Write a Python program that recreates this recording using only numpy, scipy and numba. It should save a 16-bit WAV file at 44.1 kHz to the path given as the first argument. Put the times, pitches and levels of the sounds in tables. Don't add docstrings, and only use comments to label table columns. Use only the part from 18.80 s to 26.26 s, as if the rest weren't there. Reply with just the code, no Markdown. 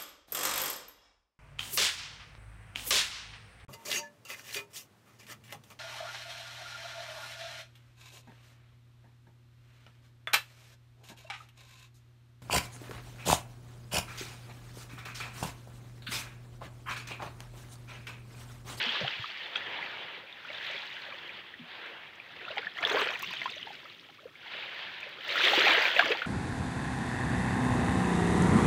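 import sys
import numpy as np
from scipy import signal
from scipy.fft import rfft, irfft, next_fast_len
from scipy.io import wavfile
from numba import njit

SR = 44100
rng = np.random.default_rng(int(sys.argv[2]) if len(sys.argv) > 2 else 0)


def master_out(mix):
    frames = np.transpose(np.atleast_2d(mix))
    ceiling = np.clip(frames, -1, 1)
    pcm = np.round(ceiling * 32767).astype(np.int16)
    wavfile.write(sys.argv[1], SR, pcm)


N = 328980

# frequency in Hz, relative level in dB per Hz.
RUMBLE_SPECTRUM = [(15, -33), (25, -14), (43, -18), (87, -4.5), (134, -1), (263, -4.5), (360, -2.5),
                   (400, -1.5), (520, -20), (880, -120)]
GURGLE_SPECTRUM = [(110, -48), (180, -18.5), (334, 2), (559, 7.5), (652, 2.5), (755, -7.5), (1400, 6.5),
                   (1820, -71), (3080, -120)]
SPRAY_SPECTRUM = [(3240, -26), (5500, -2), (5990, 1.5), (9790, -19), (14900, -8.5), (15600, -10),
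                  (16000, -20)]
FOAM_SPECTRUM = [(410, -19.5), (700, -6.5), (762, -6.5), (934, -5), (1180, -8.5), (1720, 1), (3400, -1.5),
                 (4690, -16.5), (5510, -28.5), (9000, -58), (11700, -54), (19800, -120)]
MIC_HISS_SPECTRUM = [(2940, -31), (5000, 7), (6890, -5.5), (13100, -6), (14900, -2), (16000, -10)]

# start in seconds, level before the swell in dB, pitch in Hz, time to die by 60 dB in seconds.
SLAPS = [(.064, -38, 236, .17), (.212, -33, 193, .11), (0.233, -28.5, 134, .11), (.394, -32, 116, .08),
         (2.795, -42, 241, .2), (2.81, -44, 165, .15), (3.857, -48, 184, .12), (4.03, -45.5, 129, .12),
         (4.478, -44, 185, .1), (7.239, -38.5, 261, .15), (7.259, -43, 131, .1)]
# start, swell and hold in seconds, fade in dB per second, level in dB.
GURGLES = [(-.1, .1, .27, 140, -46), (.48, .14, .75, 90, -52.5), (1.53, .12, .38, 120, -53),
           (2.14, .1, .26, 60, -55), (2.8, .2, .12, 90, -53), (3.25, .4, .2, 80, -55),
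           (3.93, .21, .06, 170, -30.5), (4.35, .1, .63, 45, -58), (5.6, .15, .25, 40, -56),
           (6.1, .17, .2, 40, -55), (6.42, .26, .27, 90, -31.5), (7.08, .1, .14, 150, -38)]
# start in seconds, level before the swell in dB, starting pitch in Hz.
PLOPS = [(.0917, -15, 3120), (.152, -25.5, 1090), (.16, -26, 1630), (.211, -24, 527), (.224, -31, 466),
         (.246, -23, 700), (.2783, -25.5, 1460), (.2798, -16, 3000), (.3, -34, 830), (.442, -22.5, 1186),
         (.7582, -14, 3220), (.7582, -22, 1440), (.7582, -19, 2540), (.988, -27.5, 850),
         (1.0261, -21.5, 1990), (1.3453, -28, 2230), (1.5269, -29, 3480), (1.7025, -26.5, 2140),
         (2.322, -32.5, 1080), (2.4927, -26.5, 2350), (2.7397, -29.5, 1820), (3.3997, -27, 2330),
         (3.681, -25.5, 1310), (3.704, -28.5, 557), (3.714, -24.5, 2720), (3.772, -21.5, 780),
         (3.7733, -24, 3000), (3.789, -33, 428), (3.8297, -27, 1460), (3.8691, -17.5, 1690),
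         (3.9709, -26, 1810), (3.9878, -22, 1980), (4.0297, -16, 2290), (4.0382, -16.5, 1670),
         (4.0507, -7.5, 3390), (4.059, -29, 416), (4.0731, -30, 5250), (4.0981, -20.5, 1860),
         (4.111, -24, 383), (4.143, -16, 410), (4.158, -20, 560), (4.189, -19, 1230), (4.209, -19, 1135),
         (4.215, -24, 380), (4.2892, -19, 2390), (4.293, -30.5, 550), (4.3565, -21.5, 2340),
         (4.428, -26, 1045), (4.4348, -20, 2640), (4.508, -33, 950), (4.5296, -23, 2410),
         (4.6159, -21.5, 2010), (4.657, -18.5, 970), (4.6778, -29, 1270), (4.6977, -28, 2760),
         (4.7601, -39, 6000), (4.781, -28, 3330), (4.8289, -23, 2950), (4.87, -30, 820),
         (4.904, -30.5, 774), (5.291, -42, 746), (5.455, -30, 467), (5.5548, -35.5, 2160),
         (5.661, -37, 850), (6.2302, -23.5, 2400), (6.265, -36, 520), (6.469, -37.5, 576),
         (6.4911, -20, 2750), (6.514, -37, 487), (6.556, -17, 1330), (6.6134, -13, 2400),
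         (6.6518, -11, 3550), (6.639, -28, 330), (6.669, -27, 515), (6.733, -13, 764), (6.7625, -10, 2890),
         (6.776, -17.5, 313), (6.839, -21, 376), (6.867, -13, 740), (6.8738, -7, 2320), (6.898, -22, 930),
         (6.976, -22, 436), (7.019, -30, 705), (7.0259, -12, 1940), (7.0534, -9.5, 2320), (7.074, -32, 520),
         (7.105, -31, 500), (7.164, -20, 534), (7.1641, -14, 2500), (7.184, -22, 673), (7.194, -12.5, 680),
         (7.194, -2.5, 1540), (7.196, -14, 2250), (7.209, -22, 1280), (7.2244, -15, 1100),
         (7.234, -28, 300), (7.269, -29, 596), (7.303, -16, 414), (7.3158, -15, 2480), (7.319, -25, 407),
         (7.349, -24.5, 810), (7.419, -15.5, 1428), (7.4494, -23, 1340)]
# start in seconds, level at the onset in dB.
CRACKS = [(.278, -33), (0.755, -30), (0.777, -33), (3.781, -26), (4.028, -29.5), (4.616, -41), (4.631, -39),
          (4.6578, -30), (6.651, -24), (6.881, -16), (7.051, -40), (7.193, -16.5), (7.209, -23),
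          (7.257, -25), (7.3187, -21), (7.421, -29)]
# start in seconds, onset level of the lower treble in dB, onset level of the top in dB.
TICKS = [(0.767, -53, -72), (1.843, -60, -85), (1.912, -54, -78), (3.06, -63, -74), (3.3553, -62, -82),
         (3.76, -58, -72), (3.775, -58, -72), (3.98, -56, -66), (4.009, -53, -65), (4.075, -49, -61),
         (4.0974, -38.5, -57), (4.122, -50, -53), (4.1924, -47, -60), (4.393, -47, -51),
         (4.423, -41.5, -41), (4.507, -55, -56), (4.533, -48, -61), (4.6404, -51, -74), (4.702, -48, -68),
         (6.2048, -57, -63), (6.29, -63, -66), (6.4807, -51, -60), (6.56, -48, -64), (6.647, -39, -49),
         (6.8957, -43, -53), (6.934, -45, -52), (7.077, -54, -56), (7.167, -55, -54), (7.194, -44, -48),
         (7.256, -43, -56), (7.314, -54, -59)]
# start, swell and hold in seconds, fade of the fizz in dB per second, levels of fizz, spray and
# rumble in dB, brightness in dB per octave, single near bubbles over the far hiss in dB.
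WAVES = [(-.1, .1, .03, 24, -30, -65, -60, 3.5, -5.5), (.32, .55, .17, 27, -38, -74, -61, -1.5, -9),
         (1.42, .42, .19, 30, -39.5, -69, -68, 1.5, -4), (2.05, .2, .25, 35, -45, -80, -64, -0.5, -5),
         (2.62, .33, .1, 22, -44.5, -80, -70, -1.5, -11.5), (3.25, .45, .1, 36, -43, -77, -61, 0, -1),
         (3.89, .28, .05, 85, -29.5, -54, -56, -2, 2), (4.292, 0.12, 0.16, 18.5, -41.5, -67, -58, 4, 0),
         (5.48, .26, 0.28, 14, -41, -75, -66, .5, -6), (6.36, .32, .1, 46.5, -24.5, -49, -59, 4, -3),
         (6.65, .2, .12, 45, -24.5, -53, -59, -1, -3), (7.0, .19, 0.093, 70, -32.5, -60, -55, 1.5, -3)]

SURF_DB, SURF_LUMP_DB = -66, 1.5
TRICKLE_DB = -65
PLOP_CYCLES, PLOP_CYCLES_POWER = 29.2, 0.23
PLOP_RISE, PLOP_RISE_POWER = 0.012, -0.88
CRACK_S, CRACKLE_S, TICK_S = 0.0044, 0.0025, 0.0046
CRACKLE_PER_S, CRACKLE_DB, CRACKLE_UNEVEN_DB = 40, -1.5, 3.0
FOAM_HZ = 2400
SWELL_POWER = 1.6
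SPRAY_FADE = 0.8
MIC_HISS_DB, CUTOFF_HZ = -75.5, 15780
CONTROL_STEP = 32


def from_db(db):
    return 10 ** (np.asarray(db) / 20)


def rms_one(x):
    return x / np.sqrt(np.mean(x ** 2) + 1e-20)


def at_hz(points, hz):
    table_hz, table_db = np.array(points).T
    return np.interp(np.log(hz), np.log(table_hz), table_db, left=-90, right=-90)


def drift(rate):
    pole = np.exp(-40 * np.pi * rate / SR)
    noise = rng.standard_normal(N // 20 + 2002)
    slow = signal.lfilter([1], [1, -2 * pole, pole * pole], noise)[2000:]
    return np.interp(np.arange(N) / 20, np.arange(len(slow)), rms_one(slow))


def coloured(x, spectrum):
    size = next_fast_len(N)
    hz = np.maximum(np.arange(size // 2 + 1) * SR / size, 1)
    return irfft(rfft(x, size) * from_db(at_hz(spectrum, hz)), size)[:N]


def gated(envelope, spectrum):
    white = rng.standard_normal(N)
    return coloured(white * envelope, spectrum) / np.std(coloured(white, spectrum))


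def bursts(events):
    envelope = np.zeros(N)
    for start_s, db, length_s in events:
        first = round(start_s * SR)
        age = np.arange(min(N - first, 2500)) / SR
        envelope[first:][:len(age)] += from_db(db) * np.exp(-age / max(length_s, 3e-4))
    return envelope


def mix(near_db, near, far):
    return (from_db(near_db) * near + far) / np.sqrt(1 + from_db(2 * near_db))


@njit
def sing(size, start, height, step, cycles, rise, swell):
    out = np.zeros(size)
    for k in range(len(start)):
        phase, w, a, shut = 0.0, step[k], height[k], 1.0
        for i in range(start[k], min(size, start[k] + int(cycles[k] / step[k]))):
            out[i] += a * (1 - shut) * np.sin(2 * np.pi * phase)
            phase += w
            w *= 1 + rise[k] * w
            a *= np.exp(-np.log(1000) * step[k] / cycles[k])
            shut *= np.exp(-step[k] / swell)
    return out


def swarm(spectrum, bright, per_s, cycles, rise, swell, uneven_db, clump_db, clump_rate):
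    when, pick, pitch, size, life = rng.random((60000, 5)).T
    start = (when * N).astype(np.int64)
    clumps = from_db(clump_db * drift(clump_rate))
    born = pick < per_s * N / SR / len(pick) * clumps[start]
    low_hz, high_hz = spectrum[0][0], spectrum[-1][0]
    hz = low_hz * (high_hz / low_hz) ** pitch
    height = hz * from_db(at_hz(spectrum, hz) - uneven_db * np.log(np.maximum(size, .04)))
    height = height * from_db(bright[start] * np.log2(hz / FOAM_HZ))
    lives = cycles * (.5 + life)
    return rms_one(sing(N, start[born], height[born], hz[born] / SR, lives[born], rise * life[born], swell))


def patchy(spectrum, bright, patchy_db, rate):
    size = next_fast_len(N)
    shaped = rfft(coloured(rng.standard_normal(N), spectrum), size)
    octave = np.log2(np.maximum(np.arange(len(shaped)) * SR / size, 1) / FOAM_HZ)
    out, together = 0, drift(rate)
    for centre in np.arange(-7, 7) / 3:
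        window = np.cos(np.pi / 2 * np.clip(3 * (octave - centre), -1, 1)) ** 2
        band = irfft(shaped * window, size)[:N]
        waver_db = patchy_db * (drift(rate) + .5 * together)
        out = out + band * from_db(bright * centre + waver_db)
    return rms_one(out)


def surf(rumble_db):
    lumps = from_db(SURF_LUMP_DB * drift(10))
    return from_db(rumble_db) * gated(lumps, RUMBLE_SPECTRUM)


def slaps():
    start_s, db, hz, t60_s = np.transpose(SLAPS)
    start = (start_s * SR).astype(np.int64)
    return sing(N, start, from_db(db), hz / SR, np.maximum(t60_s * hz, 2), 0 * hz, 0.46)


def gurgle(near_db):
    bubbles = swarm(GURGLE_SPECTRUM, np.zeros(N), per_s=220, cycles=29.6, rise=0.0222, swell=1.0,
                    uneven_db=4.5, clump_db=3.0, clump_rate=10)
    return mix(near_db + 5.0, bubbles, gated(0.96, GURGLE_SPECTRUM))


def spray(spray_db, near_db):
    drops = swarm(SPRAY_SPECTRUM, np.zeros(N), per_s=700, cycles=55.0, rise=.002, swell=.7,
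                  uneven_db=5.5, clump_db=3.5, clump_rate=31)
    hiss = gated(from_db(2.1 * drift(25)), SPRAY_SPECTRUM)
    bed = mix(near_db + 2.5, drops, hiss)
    low = [(hz, db - 60 * (hz > 11000)) for hz, db in SPRAY_SPECTRUM]
    high = [(hz, db - 60 * (hz < 9000)) for hz, db in SPRAY_SPECTRUM]
    dull = gated(bursts([(s, low_db, TICK_S) for s, low_db, top_db in TICKS]), low)
    sharp = gated(bursts([(s, top_db, TICK_S) for s, low_db, top_db in TICKS]), high)
    return from_db(spray_db) * bed + dull + sharp


def scattered(x, wet_db, spread_s):
    lag = np.arange(1300) / SR
    cloud = rng.standard_normal(len(lag)) * lag * np.exp(-lag / spread_s)
    echoes = signal.fftconvolve(x, cloud / np.linalg.norm(cloud))[:N]
    return x + from_db(wet_db) * echoes


def cracks(fizz_db, near_db):
    when, pick, size = rng.random((1000, 3)).T
    i = (when * N).astype(int)
    uneven_db = CRACKLE_UNEVEN_DB * np.log(np.maximum(size, .05))
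    small_db = fizz_db[i] + near_db[i] + CRACKLE_DB - uneven_db
    chance = CRACKLE_PER_S * N / SR / len(i)
    small = [(k / SR, db, CRACKLE_S) for k, db, p in zip(i, small_db, pick) if p < chance]
    large = [(s, db, CRACK_S) for s, db in CRACKS]
    return gated(bursts(large + small), FOAM_SPECTRUM)


def plops():
    start_s, db, hz = np.transpose(PLOPS)
    khz = hz / 1000
    cycles = PLOP_CYCLES * khz ** PLOP_CYCLES_POWER
    rise = PLOP_RISE * khz ** PLOP_RISE_POWER
    return sing(N, (start_s * SR).astype(np.int64), from_db(db), hz / SR, cycles, rise, 1.25)


def fizz(near_db, bright):
    bubbles = swarm(FOAM_SPECTRUM, bright, per_s=900, cycles=46.0, rise=0.0053, swell=0.64,
                    uneven_db=4.0, clump_db=4.0, clump_rate=18)
    return mix(near_db, bubbles, patchy(FOAM_SPECTRUM, bright, patchy_db=1.87, rate=9.1))


def rushes(rows, level_db, fade_speed):
    start, swell, hold, fade = np.transpose(rows)[:4, :, None]
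    age = np.arange(0, N, CONTROL_STEP) / SR - start
    ramp = np.clip(age / swell, 1e-4, 1) ** SWELL_POWER
    faded_db = fade_speed * fade * np.maximum(age - swell - hold, 0)
    return (ramp * from_db(level_db[:, None] - faded_db)) ** 2


def wash():
    fizz_db, spray_db, rumble_db, bright, near_db = np.transpose(WAVES)[4:]
    foam = rushes(WAVES, fizz_db, 1)
    foam_sum = foam.sum(axis=0)
    churn = rushes(GURGLES, np.transpose(GURGLES)[4], 1).sum(axis=0) + from_db(2 * TRICKLE_DB)
    mist = rushes(WAVES, spray_db, SPRAY_FADE).sum(axis=0)
    surge = rushes(WAVES, rumble_db, 1).sum(axis=0) + from_db(2 * SURF_DB)
    levels = [10 * np.log10(power) for power in (foam_sum, churn, mist, surge)]
    blends = [setting @ (foam / foam_sum) for setting in (bright, near_db)]
    return [np.interp(np.arange(N), np.arange(0, N, CONTROL_STEP), curve) for curve in levels + blends]


def scene():
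    fizz_db, gurgle_db, spray_db, rumble_db, bright, near_db = wash()
    foam = from_db(fizz_db) * fizz(near_db, bright)
    trapped_air = from_db(gurgle_db) * gurgle(near_db)
    water = foam + trapped_air + spray(spray_db, near_db)
    hits = scattered(plops() + cracks(fizz_db, near_db), wet_db=-8.5, spread_s=0.005)
    return (water + hits + slaps() + surf(rumble_db))[None]


def record(dry):
    hiss = from_db(MIC_HISS_DB) * gated(1.0, MIC_HISS_SPECTRUM)
    bass_cut = signal.butter(2, 50, "high", fs=SR, output="sos")
    top_cut = signal.ellip(12, .5, 70, CUTOFF_HZ, fs=SR, output="sos")
    thin = signal.sosfilt(bass_cut, dry + hiss)
    return signal.sosfilt(top_cut, thin)


dry = scene()
out = record(dry)
master_out(out)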